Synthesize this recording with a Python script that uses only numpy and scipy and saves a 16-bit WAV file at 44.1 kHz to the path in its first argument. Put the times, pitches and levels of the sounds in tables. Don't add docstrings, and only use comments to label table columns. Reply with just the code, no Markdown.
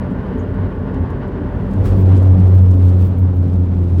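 import sys
import numpy as np
from scipy import signal
from scipy.fft import rfft, irfft
from scipy.io import wavfile

SR = 44100
rng = np.random.default_rng(int(sys.argv[2]) if len(sys.argv) > 2 else 0)


def persist_wave(psi):
    counts = np.round(np.clip(psi, -1, 1) * 32767).astype(np.int16)
    wavfile.write(sys.argv[1], SR, np.atleast_2d(counts).T)


N = 176400

# (time [s], rate [Hz])
RIB_RATE = [(0, 97.8), (1.0, 98.08), (1.9, 95.2), (2.3, 92.88), (2.9, 91.02), (3.25, 90.86), (3.55, 88.95),
            (4, 87.23)]
DECK_START_S, DECK_BLEND_S = 1.65, .16

# (time [s], level [dB])
CONCRETE_COLOUR = [(200, -5.5), (450, 7), (720, -1.5), (900, 1.5), (1120, -0.5), (1280, -8), (1500, -6),
                   (1820, -8), (2150, -16), (2600, -21), (3000, -20), (3600, -28), (4800, -34.5),
                   (7000, -47), (9500, -55), (11000, -58), (16000, -63)]
CONCRETE_LEVEL = [(0, -33.5), (1.0, -34.5), (1.55, -34.5), (1.8, -40), (2.1, -48.5), (2.7, -56), (4, -65.5)]
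DECK_COLOUR = [(200, -5.5), (450, 1.5), (700, -3.5), (1000, -7), (1500, -15.5), (2100, -22), (3000, -27.5),
               (4000, -33), (6000, -42), (12000, -52.5), (16000, -55.5)]
DECK_LEVEL = [(0, -82), (1.55, -42), (1.72, -35), (2.151, -31), (2.5, -34.5), (2.7, -36.5), (3.05, -35.5),
              (3.3, -37.5), (3.701, -38), (4, -37.5)]

# (frequency [Hz], width [Hz], level on concrete [dB], level on the deck [dB])
CABIN_MODES = [(51.4, 4.8, -29, -31.5), (88.7, 12, -26, -24), (127.3, 25, -29.5, -28.5),
               (191.7, 14, -32, -28.5), (241.3, 28, -31.5, -38), (276.6, 22, -37.5, -32.5),
               (384.3, 26, -37, -44.5), (894, 22, -49, -58.5), (1452, 77, -51, -65)]
# (time [s], level [dB])
RUMBLE_COLOUR = [(18, -31), (28, -18), (38, 6.5), (60, 5), (120, 5), (220, 2), (330, -5), (480, -4),
                 (700, -17.5), (1500, -61)]
RUMBLE_LEVEL = [(0, -25.5), (.85, -26), (1.1, -27.5), (1.5, -27), (1.75, -20), (1.9, -20), (2.1, -21),
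                (2.7, -25.5), (3.3, -29), (4, -30)]
# (multiple of the rib rate, level on concrete [dB])
DRIVETRAIN_TONES = [(1.92, -35.5), (2.54, -37), (4.47, -38), (6.08, -42), (9.13, -58.5)]

# (frequency [Hz], relative level [dB])
TICK_COLOUR = [(5000, -1.5), (7500, -2.5), (9000, 1.5), (11000, -9.5), (15000, -10)]
# (time [s], level [dB], pitch [Hz], decay [s])
BUMPS = [(0.099, -22.5, 278.4, 0.027), (0.116, -18, 191, 0.018), (0.257, -17.5, 92.3, 0.019),
         (.535, -23, 253, 0.036), (0.596, -14, 95, 0.057), (0.971, -18, 262, 0.037),
         (1.011, -12, 90, 0.031), (1.15, -20.5, 51, 0.043), (1.4, -22, 293, 0.018), (1.72, -23, 190, 0.035),
         (1.87, -16, 49.8, .05)]
# (time [s], level [dB], decay [s], centre [Hz])
KNOCKS = [(.108, -64, .003, 9000), (.124, -63, .003, 9000), (.381, -61, .012, 9500),
          (.432, -68, .005, 10000), (.547, -63, .004, 9000), (.598, -68, .02, 9500),
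          (.945, -52.5, 0.0048, 2500), (1.104, -58, 0.0075, 5000), (1.281, -62, .005, 6050),
          (1.712, -56, 0.0055, 5500), (1.737, -54, 0.0077, 6000), (2.168, -50, .012, 4000),
          (2.228, -56, .012, 5900), (2.712, -51, .008, 5500), (3.53, -63, .01, 4450)]
KNOCK_ATTACK_S = .0034

# (time [s], level [dB])
FUNDAMENTAL_LEVEL = [(0, -50), (1.55, -38.5), (1.775, -19), (1.805, -8), (1.86, -18.5), (1.92, -10.5),
                     (2.04, -9.5), (2.15, -7), (2.22, -9), (2.32, -5), (2.38, -11.5), (2.44, -6),
                     (2.5, -9.5), (2.56, -4.5), (2.66, -9.5), (2.71, -5.5), (2.78, -10.5), (2.87, -6),
                     (2.94, -9.5), (3.03, -8), (3.08, -17.5), (3.24, -10), (3.34, -19), (3.41, -12),
                     (3.48, -17), (3.62, -11), (3.72, -16.5), (3.8, -11.5), (3.88, -15.5), (4, -10.5)]
OCTAVE_LEVEL = [(0, -67), (1.5, -50), (1.72, -20.5), (1.82, -32), (1.93, -25.5), (2.04, -19.5), (2.15, -22),
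                (2.28, -29), (2.41, -12.5), (2.5, -23.5), (2.7, -24.5), (3.0, -27.5), (3.2, -29.5),
                (3.38, -34), (3.56, -26), (3.7, -30.5), (4, -29.5)]
OVERTONE_LEVEL = [(0, -67), (1.7, -38), (2.0, -28.5), (2.35, -26), (2.6, -30.5), (2.95, -31), (3.25, -40),
                  (3.5, -29), (3.68, -37), (3.82, -32), (4, -34)]
# (multiple of the rib rate, relative level [dB])
OVERTONES = [(3, -1), (4, -4.5), (5, -14.5), (6, -17), (7, -20.5)]
FLUTTER_HZ = 9

# (time [s], level [dB], decay [s])
JOINT_HITS = [(1.843, -42.5, 0.019), (1.857, -37.5, 0.038)]
# (frequency [Hz], relative level [dB])
JOINT_COLOUR = [(600, -4), (1200, 6.5), (2500, -7), (4000, -11), (6500, -16), (9500, -18.5), (12000, -24),
                (15500, -24.5)]
# (time [s], level [dB])
BUZZ_COLOUR = [(1200, -6), (3000, 6.5), (4800, 0.5), (6500, -4.5), (9000, -4.5), (12000, -10.5),
               (15000, -10)]
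BUZZ_LEVEL = [(0, -86), (1.68, -83), (1.73, -71), (1.82, -69), (1.88, -51.5), (2.0, -58), (2.2, -56.5),
              (2.36, -60.5), (2.45, -55), (2.78, -59.5), (2.86, -53), (2.93, -56.5), (3.06, -54),
              (3.1, -66), (3.35, -66.5), (3.53, -60.5), (3.68, -67), (3.82, -63), (4, -57)]
# (time [s], level [dB])
JINGLES = [(1.858, -49), (1.978, -53), (2.008, -51.5), (2.088, -57.5), (2.229, -54), (2.484, -56.5),
           (2.555, -52), (2.616, -53), (2.75, -56.5), (2.841, -51), (2.878, -68), (2.965, -71),
           (3.005, -54), (3.042, -55), (3.069, -51.5), (3.187, -51), (3.356, -57), (3.478, -62.5),
           (3.749, -69.5), (3.824, -62)]
# (frequency [Hz], width [Hz], relative level [dB])
METAL_MODES = [(13500, 600, -7.5), (14450, 550, -1.5), (15100, 650, -3), (9500, 5000, -4)]

TIME = np.arange(N) / SR
BIN_HZ = np.arange(N // 2 + 1) * SR / N


def undb(db):
    return 10 ** (np.asarray(db) / 20)


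def unit(x):
    return x / np.sqrt(np.mean(x ** 2) + 1e-20)


def curve(rows):
    return np.interp(TIME, *np.array(rows, float).T)


def noise():
    return rng.standard_normal(N)


def colour(x, points):
    octave = np.log2(np.maximum(BIN_HZ, 1))
    hz, db = np.array(points, float).T
    low_cut_db = 18 * np.maximum(np.log2(hz[0]) - octave, 0)
    gain = undb(np.interp(octave, np.log2(hz), db) - low_cut_db)
    return unit(irfft(rfft(x) * gain, N))


def resonate(x, hz, width):
    f = np.maximum(BIN_HZ, 1)
    detuning = (f / hz - hz / f) * hz / width
    return unit(irfft(rfft(x) / (1 + .5j * detuning) ** 2, N))


def wander(rate_hz):
    return unit(irfft(rfft(noise()) * np.exp(-(BIN_HZ / rate_hz) ** 2), N))


def rough_tone(phase, rough=.45):
    flutter = wander(FLUTTER_HZ) * np.cos(phase) + wander(FLUTTER_HZ) * np.sin(phase)
    return np.sqrt(2 / (1 + rough ** 2)) * (np.cos(phase) + rough * flutter / np.sqrt(2))


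def burst(peak_s, attack_s, decay_s):
    t = TIME - peak_s
    return np.exp(np.maximum(np.minimum(t / attack_s, -t / decay_s), -30))


def tyre_roar(spectrum, level, flicker_db=1.15, flicker_hz=18):
    return colour(noise(), spectrum) * undb(curve(level) + flicker_db * wander(flicker_hz))


def cabin(on_deck):
    booms = sum(resonate(noise(), hz, width) * undb(concrete_db + (deck_db - concrete_db) * on_deck)
                for hz, width, concrete_db, deck_db in CABIN_MODES)
    rumble = colour(noise(), RUMBLE_COLOUR) * undb(curve(RUMBLE_LEVEL))
    return booms + rumble


def drivetrain(rib_phase, on_deck, duck_db=-7.5):
    tones = sum(undb(db) * rough_tone(k * rib_phase, rough=.77) for k, db in DRIVETRAIN_TONES)
    return undb(duck_db * on_deck) * tones


def trim_ticks(per_s=87, scatter_db=2.5, decay_s=.0031):
    hits = (rng.random(N) < per_s / SR) * undb(scatter_db * np.minimum(rng.exponential(size=N), 3))
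    envelope = signal.lfilter([1], [1, -np.exp(-1 / (decay_s * SR))], hits)
    return unit(envelope * noise())


def bumps(attack_s=.0092):
    return sum(undb(db) * burst(at, attack_s, decay) * np.sqrt(2) * np.sin(2 * np.pi * hz * (TIME - at))
               for at, db, hz, decay in BUMPS)


def trim_knocks():
    crack = noise()
    return sum(undb(db) * burst(at, KNOCK_ATTACK_S, decay) * resonate(crack, hz, width=min(hz, 4000))
               for at, db, decay, hz in KNOCKS)


def trim_squeak(level_db=-58.5):
    envelope = burst(peak_s=.396, attack_s=.008, decay_s=.016)
    return undb(level_db) * envelope * resonate(noise(), hz=6600, width=350)


def rib_drone(rib_phase, wobble_db=.3, jitter_rad=.07):
    fundamental = np.sqrt(2) * np.cos(rib_phase + jitter_rad * wander(FLUTTER_HZ))
    fundamental *= undb(curve(FUNDAMENTAL_LEVEL) + wobble_db * wander(FLUTTER_HZ))
    octave = rough_tone(2 * rib_phase) * undb(curve(OCTAVE_LEVEL))
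    overtones = sum(undb(db) * rough_tone(k * rib_phase) for k, db in OVERTONES)
    return fundamental + octave + overtones * undb(curve(OVERTONE_LEVEL))


def joint_clatter():
    envelope = sum(undb(db) * burst(at, KNOCK_ATTACK_S, decay) for at, db, decay in JOINT_HITS)
    return colour(noise(), JOINT_COLOUR) * envelope


def trim_buzz(rib_phase, grains_per_s=1100, scatter_db=1.5, pulse_depth=.13, flicker_db=1.5):
    grains = (rng.random(N) < grains_per_s / SR) * noise()
    grains *= undb(scatter_db * np.minimum(rng.exponential(size=N), 4))
    chatter = unit(unit(grains) + noise()) + undb(-3) * trim_ticks()
    chatter *= 1 + pulse_depth * np.sin(rib_phase)
    return colour(chatter, BUZZ_COLOUR) * undb(curve(BUZZ_LEVEL) + flicker_db * wander(rate_hz=30))


def loose_metal():
    contacts = noise() * undb(4 * wander(rate_hz=200))
    ring = unit(sum(undb(db) * resonate(contacts, hz, width) for hz, width, db in METAL_MODES))
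    return ring * sum(undb(db) * burst(at, attack_s=.006, decay_s=.016) for at, db in JINGLES)


def scene():
    rib_phase = 2 * np.pi * np.cumsum(curve(RIB_RATE)) / SR
    on_deck = np.clip(.5 + (TIME - DECK_START_S) / DECK_BLEND_S, 0, 1)
    roar = tyre_roar(CONCRETE_COLOUR, CONCRETE_LEVEL) + tyre_roar(DECK_COLOUR, DECK_LEVEL)
    bed = roar + cabin(on_deck) + drivetrain(rib_phase, on_deck)
    ticks = undb(-79) * colour(trim_ticks(), TICK_COLOUR)
    jolts = bumps() + trim_knocks() + trim_squeak()
    deck = rib_drone(rib_phase) + joint_clatter() + trim_buzz(rib_phase) + loose_metal()
    return (bed + ticks + jolts + deck)[None]


def record(dry, ceiling=.93, top_hz=15800):
    rounded = dry / (1 + (dry / ceiling) ** 12) ** (1 / 12)
    high_cut = signal.ellip(10, .2, 80, top_hz, fs=SR, output="sos")
    return signal.sosfilt(high_cut, rounded)


dry = scene()
out = record(dry)
persist_wave(out)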